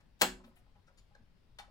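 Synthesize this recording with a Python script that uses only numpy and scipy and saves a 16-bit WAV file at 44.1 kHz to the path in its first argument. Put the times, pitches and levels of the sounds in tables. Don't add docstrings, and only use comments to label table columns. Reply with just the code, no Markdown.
import sys
import numpy as np
from scipy import signal
from scipy.fft import rfft, irfft
from scipy.io import wavfile
from scipy.ndimage import uniform_filter1d

SR = 44100
rng = np.random.default_rng(int(sys.argv[2]) if len(sys.argv) > 2 else 0)


def to_wav(s):
    ch = np.atleast_2d(s).T
    pcm = np.round(np.clip(ch, -1, 1) * 32767)
    wavfile.write(sys.argv[1], SR, pcm.astype(np.int16))


def volts(x):
    e = np.asarray(x, float) / 20
    return 10 ** e


N = 74970

# (start_s, peak_db, build_up_s, die_away_s)
SNAP_RUNS = [
    (.186, -52.5, 0.028, 0.0026),
    (.2122, -28, 0.0005, 0.0032),
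    (.2150, -16.5, 0.0027, 0.004),
    (.2215, -26, 0.00083, 0.0036),
    (.2315, -29, 0.00033, 0.0017),
]
# (pitch_hz, level_db, t60_s)
BRACKET_MODES = [(1643, -9.5, 0.12), (2197, -11, 0.035), (2731, -8, .1), (3700, 0.5, 0.17),
                 (4139, -5.5, .1), (4990, -7, .08), (5046, -3, 0.049), (5500, -3.5, .05),
                 (5870, -9.5, 0.027), (7284, -6, 0.073), (7880, -8.5, 0.19), (9300, -17.5, 0.11)]
# (pitch_hz, level_db)
CRACK_COLOUR = [(150, -24), (600, -5), (1500, -7), (3000, -5), (5300, -8), (7800, -13), (10300, -22),
                (15500, -15.5)]


def snap():
    bracket_db, crack_db = -14, 1
    response = volts(bracket_db) * ring(BRACKET_MODES, swell_s=0.0006)
    add(response, 0, volts(crack_db) * colour(CRACK_COLOUR))
    return signal.fftconvolve(contact(SNAP_RUNS), response)[:N]


# (start_s, level_db)
PANEL_PUSHES = [
    (0.2123, -34),
    (0.2187, -24.5),
]
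# (pitch_hz, level_db, t60_s)
FRAME_MODES = [(495.7, 0.5, 0.11), (540, 0, 0.088), (601.8, -2, 0.089), (671.6, 1, 0.1), (754, -1, 0.12),
               (781, -13, .22), (841.5, -1, 0.16), (917, -3.5, .11), (988.3, 4, 0.073), (1080, -5.5, .1),
               (1181.6, -11.5, 0.071), (1298, 6.5, 0.051), (1394, -5, .16), (1515, -12, 0.27)]
# (pitch_hz, level_db, t60_s)
SIDE_MODES = [(112, -15.5, 0.27), (165, -11.5, .15), (190, -5, 0.39), (215, -5, 0.22), (255, -5, 0.45),
              (300.1, -10, 0.21), (369.5, -3.5, 0.48), (366, -9, 0.11)]


def panels():
    sides_db = -7.5
    boom = ring(FRAME_MODES, swell_s=0.0032)
    boom = boom + volts(sides_db) * ring(SIDE_MODES, swell_s=0.0083)
    out = np.zeros(N)
    for start_s, level_db in PANEL_PUSHES:
        add(out, start_s, 20 * volts(level_db) * boom)
    return out


# (start_s, peak_db, build_up_s, die_away_s)
TICK_RUNS = [
    (1.5862, -46, 0.00097, 0.0083),
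    (1.594, -53, 0.00048, .014),
    (1.641, -83, 0.0015, 0.005),
]
# (pitch_hz, level_db)
TICK_COLOUR = [(150, -38.5), (250, -20), (674, -7), (802, 1), (955, -5), (1950, -3.5), (2860, -12.5),
               (4730, -13.5), (16000, -35)]


def tick():
    return signal.fftconvolve(contact(TICK_RUNS), colour(TICK_COLOUR))[:N]


# (start_s, level_db, length_s, centre_hz, sharpness)
SCUFFS_AND_CREAKS = [(.001, -69, 0.026, 870, 0.34), (.002, -88.5, 0.02, 4440, 0.95),
                     (0.397, -64.5, 0.034, 792, 1.15), (.438, -61.5, 0.032, 1210, 0.42),
                     (.439, -80, 0.093, 8000, 0.34), (0.469, -63.5, 0.035, 620, 0.52),
                     (0.511, -69, 0.016, 966, 3.1), (0.553, -75.5, 0.064, 8400, 0.65),
                     (0.561, -68, 0.033, 2130, 1), (0.562, -67, 0.033, 743, 13.6),
                     (.660, -75.5, 0.042, 800, 1.22), (0.748, -68, 0.043, 740.7, 0.79),
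                     (0.866, -78, .04, 4900, 1.8), (0.873, -68.5, 0.043, 1390, 4.2),
                     (0.874, -70, 0.059, 766, 0.95), (.972, -69, 0.043, 2786, 0.51),
                     (.973, -74.5, 0.042, 6820, 14), (.974, -78, .035, 4460, 4.9),
                     (.975, -83.5, 0.018, 8700, 5.8), (1.106, -71, 0.031, 766, 2.83),
                     (1.149, -61.5, 0.017, 1600, 10), (1.148, -65, 0.03, 606, 0.46),
                     (1.149, -68.5, 0.011, 4350, 2.2), (1.490, -80.5, 0.0212, 830, 1.47)]
# (start_s, level_db, length_s, centre_hz, sharpness)
TICK_RATTLES = [
    (1.585, -51.5, 0.018, 3370, 4.6),
    (1.587, -54.5, 0.011, 4290, 12.7),
    (1.637, -64.5, 0.01575, 1262, 1.6),
    (1.669, -65.5, 0.047, 800, 1.17),
]


def scuffs():
    rasp_per_s, metal_ring_db, stroke_skew = 5500, -11, 0.55
    warm_up = 2000
    grains = clicks(rasp_per_s)
    metal = ring(FRAME_MODES + BRACKET_MODES, swell_s=0.0013)
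    grains = grains + volts(metal_ring_db) * signal.fftconvolve(grains, metal)[:N]
    out = np.zeros(N)
    for start_s, level_db, length_s, centre_hz, sharpness in SCUFFS_AND_CREAKS + TICK_RATTLES:
        at = max(round(start_s * SR), 0)
        progress = np.arange(0, length_s, 1 / SR) / length_s
        b, a = signal.iirpeak(centre_hz, max(sharpness, centre_hz / 15000), SR)
        tone = grains[max(at - warm_up, 0):at + len(progress)]
        for _ in range(2):
            tone = signal.lfilter(b, a, tone)
        tone = evened(tone[-len(progress):])
        stroke = np.sin(np.pi * progress ** stroke_skew) ** 1.79
        add(out, start_s, volts(level_db) * stroke * tone)
    return out


# (start_s, level_db, pitch_hz, t60_s, rise_s)
CASE_ROCKS = [
    (0.212, -44.5, 62, .2, 0.0087),
    (0.273, -46.5, 42.5, 0.52, 0.028),
    (0.44, -49, 236.3, 0.16, 0.02),
    (0.475, -54.5, 233.2, 0.22, 0.0086),
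    (1.19, -56.5, 227.7, 0.14, 0.012),
    (1.588, -60, 58.8, 0.32, 0.014),
]


def rocking():
    out, t = np.zeros(N), np.arange(SR // 2) / SR
    for start_s, level_db, pitch_hz, t60_s, rise_s in CASE_ROCKS:
        envelope = volts(level_db - 60 * t / t60_s) * np.minimum(t / rise_s, 1)
        add(out, start_s, envelope * np.sin(2 * np.pi * pitch_hz * t))
    return out


# (pitch_hz, t60_s)
ROOM_DECAY = [(150, 0.65), (500, 0.3), (2000, .24), (6000, 0.24), (9000, 0.25), (12000, .2), (16000, 0.14)]
# (pitch_hz, share from 0 to 1)
ROOM_UNLIKE = [(150, .05), (500, .2), (1500, .9), (15000, 0.4)]


def room(x):
    spacing = 12
    taps = np.zeros((3, SR // 2))
    slots = np.arange(100, SR // 2 - 20, spacing)
    at = slots + rng.integers(0, spacing, (3, len(slots)))
    np.put_along_axis(taps, at, rng.choice([-1., 1.], (3, len(slots))), 1)
    hz, t, bands = signal.stft(taps, SR, nperseg=256)
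    unlike = np.clip(read(ROOM_UNLIKE, hz), 0, 1)[:, None]
    bands = np.sqrt(unlike) * bands[:2] + np.sqrt(1 - unlike) * bands[2]
    decay = volts(-60 * t / read(ROOM_DECAY, hz)[:, None])
    tail = signal.istft(bands * decay, SR, nperseg=256)[1]
    return signal.fftconvolve(x[None], tail / np.linalg.norm(tail[0]), axes=1)[:, :N]


# (pitch_hz, level_db)
LEFT_OVER_RIGHT = [(200, -1.3), (2000, 5.35), (5000, 5.67), (9000, 15), (13000, 12)]


def ports(x):
    right_late_s = 0.00018
    hz = np.fft.rfftfreq(2 * N, 1 / SR)
    lean = volts(read(LEFT_OVER_RIGHT, hz) / 2)
    right = np.exp(-2j * np.pi * hz * right_late_s) / lean
    return irfft(rfft(x, 2 * N) * np.array([lean, right]))[:, :N]


# (pitch_hz, level_db)
HUSH_COLOUR = [(20, -3.5), (50, -9.5), (120, -14), (230, -20), (330, -27.5), (5200, -41.5), (6300, -50.5),
               (16000, -57.5)]
# (pitch_hz, likeness)
HUSH_LIKENESS = [(60, 1), (130, 0.37), (300, .4), (700, 0.21), (15000, 0.044)]


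def hush():
    level_db, left_over_right_db, lump_db = -64.5, 4.5, 1.2
    frames, hz = N // 512 + 5, np.fft.rfftfreq(2048, 1 / SR)
    a, b, c, d, patches = rng.standard_normal((frames, 1025, 5)).T
    patches = uniform_filter1d(patches, size=20, axis=0)
    patches = evened(uniform_filter1d(patches, size=5, axis=1))
    same = np.clip(read(HUSH_LIKENESS, hz), -1, 1)[:, None]
    left = a + 1j * b
    right = same * left + np.sqrt(1 - same ** 2) * (c + 1j * d)
    bands = np.array([left, right]) * volts(read(HUSH_COLOUR, hz)[:, None] + lump_db * patches)
    noise = signal.istft(bands, nperseg=2048, noverlap=1536)[1][:, :N]
    balance = volts(np.array([[left_over_right_db / 2], [-left_over_right_db / 2]]))
    return volts(level_db) * evened(noise) * balance


def contact(runs):
    force, t = np.zeros(N), np.arange(SR // 8) / SR
    for start_s, peak_db, rise_s, fall_s in runs:
        build_up = np.minimum(t / rise_s, 1) ** 2
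        die_away = np.exp(-np.maximum(t - rise_s, 0) / fall_s)
        add(force, start_s, volts(peak_db) * build_up * die_away)
    return force * clicks(per_s=14000)


def clicks(per_s):
    spread_db = 2
    size = volts(spread_db * np.minimum(rng.exponential(1, N), 3))
    size = size * rng.choice([-1., 1.], N)
    return evened(size * (rng.random(N) < per_s / SR))


def ring(modes, swell_s):
    t = np.arange(SR // 2) / SR
    body = np.zeros(len(t))
    for pitch_hz, level_db, t60_s in modes:
        body += volts(level_db - 60 * t / t60_s) * np.sin(2 * np.pi * (pitch_hz * t + rng.random()))
    body = body * (1 - np.exp(-t / swell_s))
    return body / np.linalg.norm(body)


def colour(points):
    log_gain = np.log(volts(read(points, abs(np.fft.fftfreq(4096, 1 / SR)))))
    phase = signal.hilbert(log_gain).imag
    taps = np.fft.ifft(np.exp(log_gain - 1j * phase)).real[:2048]
    return taps / np.linalg.norm(taps)


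def evened(x):
    return x / np.sqrt(np.mean(x ** 2) + 1e-20)


def read(points, hz):
    table_hz, value = np.transpose(points)
    return np.interp(np.log(hz + 1), np.log(table_hz + 1), value)


def add(mix, start_s, sound):
    part = mix[max(round(start_s * SR), 0):][:len(sound)]
    part += sound[:len(part)]


def scene():
    room_db, panels_in_room_db = -5.5, -10.5
    case = snap() + tick() + scuffs()
    boom = panels()
    direct = ports(case + boom)
    reflected = volts(room_db) * room(case + volts(panels_in_room_db) * boom)
    return direct + reflected + rocking() + hush()


def top_cut(x):
    return signal.sosfilt(signal.butter(12, 16980, fs=SR, output="sos"), x)


def record(dry):
    knee = volts(-5)
    limited = knee * np.tanh(dry / knee)
    edge = signal.firwin(255, 16300, fs=SR)
    mix = signal.oaconvolve(limited, edge[None], "same")
    return top_cut(mix)


dry = scene()
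out = record(dry)
to_wav(out)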